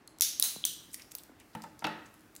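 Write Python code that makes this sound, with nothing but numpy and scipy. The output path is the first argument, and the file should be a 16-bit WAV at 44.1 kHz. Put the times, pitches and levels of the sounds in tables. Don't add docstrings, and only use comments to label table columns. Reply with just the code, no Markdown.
import sys
import numpy as np
from scipy import signal
from scipy.io import wavfile
from scipy.ndimage import uniform_filter1d

SR = 44100
rng = np.random.default_rng(int(sys.argv[2]) if len(sys.argv) > 2 else 0)


def boost(x):
    u = np.asarray(x, float) / 20
    return 10 ** u


def transcribe(u):
    v = np.clip(np.atleast_2d(u).T, -1, 1)
    q = np.round(v * 32767).astype(np.int16)
    wavfile.write(sys.argv[1], SR, q)


N = 105840

# freq_hz, density_db_per_hz
WASH_SPECTRUM = [(26, -41.5), (45, -0.5), (309, -1), (559, -9), (1580, -11.5), (4800, -25.5), (12600, -34),
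                 (15800, -33.5), (16150, -70.5)]
# time_s, level_db
GLOVE_HISS = [(0, -84), (.15, -96), (.85, -63.5), (1.05, -68.5), (1.3, -79.5), (1.5, -70.5), (1.75, -74),
              (2.1, -71), (2.4, -72.5)]
# freq_hz, t60_s
ROOM_DECAY = [(200, 0.56), (1000, 0.51), (3000, 0.58), (6000, 0.47), (10000, 0.37), (16000, 0.31)]

# start_s, level_db, start_hz, end_hz, glide_s
BUMPS = [
    (0.5609, -41, 1696, 166, 0.0018),
    (1.2943, -49, 1240, 240, 0.0022),
    (1.317, -53, 1480, 277, 0.00176),
    (1.33, -55, 600, 260, 0.0013),
]
# start_s, level_db, hardness_hz, hollow_db, bench_db
KNOCKS = [
    (1.55, -43.5, 2540, 10, 6),
    (1.639, -50.5, 1980, 15.5, 2.5),
    (1.8224, -47.5, 1970, 12, -0.5),
    (1.8424, -32.5, 4000, 3.5, -25),
    (1.8452, -30, 3800, 7, -6.5),
    (1.8693, -36.5, 3560, 3, -9),
]
# freq_hz, level_db, t60_s
BENCH_MODES = [(120.7, -8, 0.19), (171.3, 0, 0.15), (219.6, -3.5, .3), (491.7, -12, 0.27)]
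# freq_hz, level_db, t60_s
HOLLOW_MODES = [(816, -2.5, 0.054), (906, 2.5, 0.051), (870, -10, 0.2), (1328, -5, 0.036), (1795, -8, 0.02),
                (2985, -13, .024), (3530, -18, 0.03)]
# freq_hz, level_db, t60_s
PANEL_MODES = [(313, -10, .5), (585, -12, .15)]
# freq_hz, density_db_per_hz
KNOCK_SENT = [(59, -35), (100, -13), (307, -2), (423, -5), (836, -4.5), (1130, -9.5), (1270, -2),
              (4070, -24), (12000, -52), (15600, -66), (22000, -120)]
# freq_hz, width_hz, level_db
KNOCK_BODY = [(596, 90, -2), (873, 110, 2.5), (1263, 100, -2), (1880, 260, 1), (2640, 95, 2),
              (4020, 220, 9)]

# centre_s, half_length_s, level_db, centre_hz
RUSTLES = [(.937, .01, -45.5, 9500), (0.995, 0.022, -57.5, 2200), (1.018, 0.0065, -56, 5100),
           (1.115, 0.0086, -56, 6700), (1.187, 0.012, -56.5, 4000), (1.403, 0.014, -61, 2460),
           (1.401, .012, -65, 6800), (1.633, 0.013, -60.5, 6180), (1.799, 0.0088, -59.5, 5100),
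           (2.061, 0.0087, -62, 6800), (2.145, .01, -68.5, 8970), (1.535, 0.0091, -67, 4500),
           (2.364, 0.012, -59, 8000)]
# start_s, level_db, pitch_hz, t60_s
PINGS = [(0.078, -43.5, 4200, 0.019), (0.64, -17, 3300, 0.011), (.4248, -14, 15000, .008),
         (.398, -17, 11500, .008), (.209, -17.5, 11000, .007), (.4255, -19, 4000, 0.023),
         (.652, -17.5, 6000, 0.013), (1.871, -32.5, 1400, 0.057), (0.69, -61, 410, 0.053),
         (1.55, -49, 1600, 0.042), (.9065, -49, 5100, .012), (.9435, -39.5, 1950, 0.015),
         (.9535, -43, 5600, .012), (0.94, -52, 2360, .04), (1.022, -49, 5500, .025), (1, -52, 2400, .05),
         (1.851, -29.5, 2650, 0.04), (1.867, -42.5, 3800, .05)]
# start_s, peak_db,
# centre_hz, t60_s
TICKS = [(.075, -25.5, 8200, 0.0085), (0.9314, -37, 7810, 0.011), (0.943, -13.5, 10600, 0.0049),
         (0.952, -31, 11200, 0.016), (0.996, -35, 5200, 0.006), (1.0193, -32.5, 5000, 0.0069),
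         (1.117, -24, 6300, 0.0072), (1.1836, -27, 7500, 0.0061), (1.2344, -30, 11400, 0.011),
         (1.5492, -32, 2920, 0.025), (1.6196, -30.5, 6350, 0.015), (1.6367, -32.5, 2980, 0.013),
         (1.7918, -28.5, 6800, 0.005), (2.0576, -46, 6970, 0.0077), (2.14, -39.5, 11320, 0.011),
         (2.3513, -29, 11000, 0.0054), (2.3624, -26, 8200, 0.0075),
         (.946, -28, 9500, 0.012), (.81, -49, 13900, .0054), (.963, -41, 11000, .0044),
               (0.9409, -30, 9000, 0.0071), (1.0285, -40, 13600, .005), (1.113, -40, 13000, 0.0054),
               (1.1202, -33, 12900, 0.0086), (1.399, -39.5, 9600, 0.016), (1.5716, -46, 15000, .006),
               (1.628, -46, 6000, .008), (2.178, -53.5, 11000, 0.0043), (2.194, -46, 7500, .005),
               (2.207, -40.5, 11000, 0.0045), (2.216, -48, 11000, .005),
         (.185, -30, 6000, .005), (.1968, -34, 6000, .004), (.915, -38, 8000, .004),
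                (1.8414, -28, 6000, .014), (1.8677, -24, 4200, .018), (1.852, -33, 6000, .01)]

# break_s, peak_db, t60_s, fissure_db, splinter_db
SNAPS = [
    (.2095, -2.5, .0027, -34, -17),
    (.3985, -5, .003, -16, -10),
    (.4252, -4, .0027, -20, -17),
    (.6521, -6, .006, -15, -9),
    (1.1516, -18.5, .004, -30, -14),
]
# room_db, first_wall_db, bench_scatter_db
SNAP_SENDS = [(-19, 2, -9), (-31, -9, -4), (-19.5, -4, -9), (-24.5, -5, -5), (-28.5, -19, 0)]
# freq_hz, density_db_per_hz
CRACK_A = [(290, -89), (500, -42.5), (1030, -42), (3770, 8), (5710, 8.5), (7440, 6), (13000, 10),
           (15300, -2.5), (17000, -30)]
CRACK_B = [(290, -62), (500, -26), (2150, -18), (3560, -3.5), (4780, -8), (8370, -7.5), (11100, 3),
           (15300, -6), (17000, -17.5)]
CRACK_C = [(290, -60), (500, -34), (1470, -31.5), (3770, -10.5), (8370, -10.5), (9700, 3.5), (12500, -26.5),
           (15100, -3.5), (17000, -32.5)]
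CRACK_D = [(470, -57), (800, -24.5), (1860, -21), (3390, -4.5), (8100, -1), (9320, 2), (12300, -6),
           (15500, -6), (17000, -17)]
CRACK_E = [(880, -28), (1500, -35.5), (4820, -15.5), (8700, -16), (15000, -6), (16000, -29), (17000, -41)]
# freq_hz, density_db_per_hz
SENT_A = [(410, -68), (700, -35.5), (987, -30.5), (3650, -10.5), (6450, -3.5), (7770, -10.5), (15200, -6),
          (15900, -25.5), (16500, -31)]
SENT_C = [(350, -54), (600, -20.5), (2370, -14.5), (3900, -5.5), (4610, -7), (9610, -4.5), (15000, -2),
          (15800, -2), (16500, -33.5)]
SENT_D = [(880, -31.5), (1500, -13.5), (2400, -16), (3090, 0.5), (4570, -3), (8680, 0.5), (10400, -1.5),
          (15400, 2.5), (16500, -48.5)]
# freq_hz, width_hz, level_db
SNAP_BODIES = [
    [(3730, 250, 0), (5670, 300, 0.5), (6350, 210, -1.5), (10400, 400, 2.5)],
    [(3700, 300, 3), (11000, 600, -6.5)],
    [(4000, 200, 3), (6400, 250, 3.5), (8890, 250, -0.5), (9950, 530, 3)],
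    [(3100, 350, -2.5), (3900, 250, 2.5), (6010, 340, -7), (8800, 250, 4)],
    [(3800, 400, -13), (14600, 800, -3)],
]

WALL_DELAY_S, SCATTER_DB, TAIL_TOP_HZ = .0115, -8, 15950


def evened(x):
    return x / np.sqrt(np.mean(x ** 2) + 1e-20)


def peaked(x):
    return x / np.max(abs(x))


def read(points, hz):
    table_hz, value = np.transpose(points)
    return np.interp(np.log(hz + 1), np.log(table_hz + 1), value)


def add(mix, start_s, sound):
    part = mix[round(start_s * SR):][:len(sound)]
    part += sound[:len(part)]


def band(x, order, low_hz, high_hz):
    return signal.sosfilt(signal.butter(order, [low_hz, high_hz], "band", fs=SR, output="sos"), x)


def colour(x, points):
    hz = abs(np.fft.fftfreq(1024, 1 / SR))
    log_gain = np.log(boost(read(points, hz)))
    phase = -signal.hilbert(log_gain).imag
    taps = np.fft.ifft(np.exp(log_gain + 1j * phase)).real[:512]
    return signal.oaconvolve(x, taps)[:len(x)]


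def resonate(x, hz, width_hz):
    return signal.lfilter(*signal.iirpeak(hz, hz / width_hz, SR), x)


def burst(t60_s, size=2048):
    return rng.standard_normal(size) * boost(-60 * np.arange(size) / SR / t60_s)


def spike(height):
    return height * (np.arange(2048) == 1)


def ring(modes, t):
    return sum(boost(db - 60 * t / t60_s) * np.sin(2 * np.pi * hz * t) for hz, db, t60_s in modes)


def air():
    wash_db, hum_db, hum_hz, hum_width_hz, patch_db = -61.5, -69, 312, 35, 1.2
    hz = np.fft.rfftfreq(1024, 1 / SR)
    real, imag, patches = rng.standard_normal((3, len(hz), N // 256 + 5))
    patches = uniform_filter1d(patches, size=12, axis=1)
    patches = evened(uniform_filter1d(patches, size=10, axis=0))
    gain = boost(read(WASH_SPECTRUM, hz)[:, None] + patch_db * patches)
    wash = signal.istft((real + 1j * imag) * gain, nperseg=1024, noverlap=768)[1][:N]
    hum = resonate(rng.standard_normal(N), hum_hz, hum_width_hz)
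    hum = resonate(hum, hum_hz, hum_width_hz)
    return boost(wash_db) * evened(wash) + boost(hum_db) * evened(hum)


def gloves():
    time_s, level_db = np.transpose(GLOVE_HISS)
    hiss = band(rng.standard_normal(N), 6, 4000, TAIL_TOP_HZ)
    return boost(np.interp(np.arange(N) / SR, time_s, level_db)) * evened(hiss)


def room(x, scatter_db=SCATTER_DB):
    build_s = .002
    t = np.arange(SR // 2 + SR // 4) / SR
    hz, frame_s, z = signal.stft(rng.standard_normal(len(t)), SR, nperseg=256)
    decay = boost(-60 * frame_s / read(ROOM_DECAY, hz)[:, None])
    z = z * (hz < TAIL_TOP_HZ)[:, None] * decay
    tail = signal.istft(z, SR, nperseg=256)[1][:len(t)]
    wall_rise = np.clip((t - WALL_DELAY_S) / build_s, 0, 1)
    tail = tail * (boost(scatter_db) + (1 - boost(scatter_db)) * wall_rise)
    return signal.fftconvolve(x, tail / np.linalg.norm(tail))


def echo(points, delay_s, body, scatter_db=SCATTER_DB):
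    click = colour(1. * (np.arange(1024) == round(delay_s * SR)), points)
    click = click + sum(boost(db) * resonate(click, hz, width_hz) for hz, width_hz, db in body)
    return room(click / np.linalg.norm(click), scatter_db)


def bump(start_s, level_db, start_hz, end_hz, glide_s):
    rise_s, length_s = .0015, .011
    t = np.arange(4096) / SR
    hz = end_hz + (start_hz - end_hz) * np.exp(-t / glide_s)
    wave = np.sin(2 * np.pi * np.cumsum(hz) / SR)
    return start_s, boost(level_db) * wave * np.minimum(t / rise_s, 1) * np.exp(-(t / length_s) ** 2)


def knock(start_s, level_db, hardness_hz, hollow_db, bench_db):
    room_db, clatter_db, clatter_t60_s, rise_s = 19.5, 8.5, .048, .005
    t = np.arange(16384) / SR
    clatter = band(burst(clatter_t60_s, len(t)), 3, 600, hardness_hz)
    rings = boost(bench_db) * ring(BENCH_MODES, t)
    rings = rings + boost(hollow_db) * ring(HOLLOW_MODES, t) + ring(PANEL_MODES, t)
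    out = boost(room_db) * echo(KNOCK_SENT, 0, KNOCK_BODY)
    add(out, 0, np.minimum(t / rise_s, 1) * rings + boost(clatter_db) * peaked(clatter))
    return start_s, boost(level_db) * out


def rustle(centre_s, half_s, level_db, hz):
    grains_per_s, spread_db, q = 5000, 3.5, 1.6
    u = np.arange(-2.5, 2.5, 1 / (half_s * SR))
    when, sign, size = rng.random((3, len(u)))
    grains = (when < grains_per_s / SR) * np.sign(sign - .5)
    grains = grains * boost(-spread_db * np.log(size + .05))
    rub = resonate(resonate(grains, hz, hz / q), hz, hz / q)
    return centre_s - 2.2 * half_s, boost(level_db) * evened(rub) * np.exp(-u ** 2)


def ping(start_s, level_db, hz, t60_s):
    rise_s = .00064
    t = np.arange(4096) / SR
    modes = [(hz, level_db, t60_s), (1.04 * hz, level_db - 9.5, t60_s)]
    return start_s, np.minimum(t / rise_s, 1) * ring(modes, t)


def tick(start_s, peak_db, hz, t60_s):
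    lag_s, trim_db, wide_db, q, low_hz, top_hz = .001, -6, -4, 2.2, 2300, 14500
    drive = burst(t60_s) + spike(2.6)
    click = resonate(drive, hz, hz / q) + boost(wide_db) * drive
    click = band(click, 2, low_hz, max(top_hz, hz))
    return start_s + lag_s, boost(peak_db + trim_db) * peaked(click)


def snap(break_s, peak_db, t60_s, fissure_db, splinter_db, room_db, wall_db, scatter_db, crack, sent, body):
    lead_s, splinter_delay_s, splinter_longer, wall_t60_s = .0009, .0013, 4, .014
    drive = np.zeros(4096)
    add(drive, 0, boost(fissure_db) * burst(t60_s))
    add(drive, lead_s, burst(t60_s) + spike(2.7))
    add(drive, lead_s + splinter_delay_s, boost(splinter_db) * burst(splinter_longer * t60_s))
    sent_db = peak_db + room_db
    out = boost(sent_db) * 20 * echo(sent, lead_s, body, scatter_db)
    wall = peaked(colour(burst(wall_t60_s), sent))
    add(out, WALL_DELAY_S, boost(sent_db + 9 + wall_db) * wall)
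    add(out, 0, boost(peak_db) * peaked(colour(drive, crack)))
    return break_s - lead_s, out


def scene():
    small_room_db, bench_room_db = -10, -12
    mix, small, bench = air() + gloves(), np.zeros(N), np.zeros(N)
    sources = [(bump, BUMPS, bench), (knock, KNOCKS, bench), (rustle, RUSTLES, small), (ping, PINGS, small),
               (tick, TICKS, small)]
    for source, rows, bus in sources:
        for row in rows:
            add(bus, *source(*row))
    colours = [(CRACK_A, SENT_A), (CRACK_B, SENT_C), (CRACK_C, SENT_C), (CRACK_D, SENT_D), (CRACK_E, CRACK_E)]
    for row, send, pair, body in zip(SNAPS, SNAP_SENDS, colours, SNAP_BODIES):
        add(mix, *snap(*row, *send, *pair, body))
    mix = mix + small + bench
    mix = mix + boost(small_room_db) * room(small)[:N] + boost(bench_room_db) * room(bench)[:N]
    return mix[None]


def roll_off(x):
    return signal.sosfilt(signal.butter(12, 17220, fs=SR, output="sos"), x)


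def record(dry):
    edge_hz, mic_low_hz = 16800, 46
    taps = signal.firwin(101, edge_hz, window=("kaiser", 8), fs=SR)
    cut = signal.oaconvolve(dry, taps[None], "same")
    cut = signal.sosfilt(signal.butter(2, mic_low_hz, "high", fs=SR, output="sos"), cut)
    return roll_off(cut)


dry = scene()
out = record(dry)
transcribe(out)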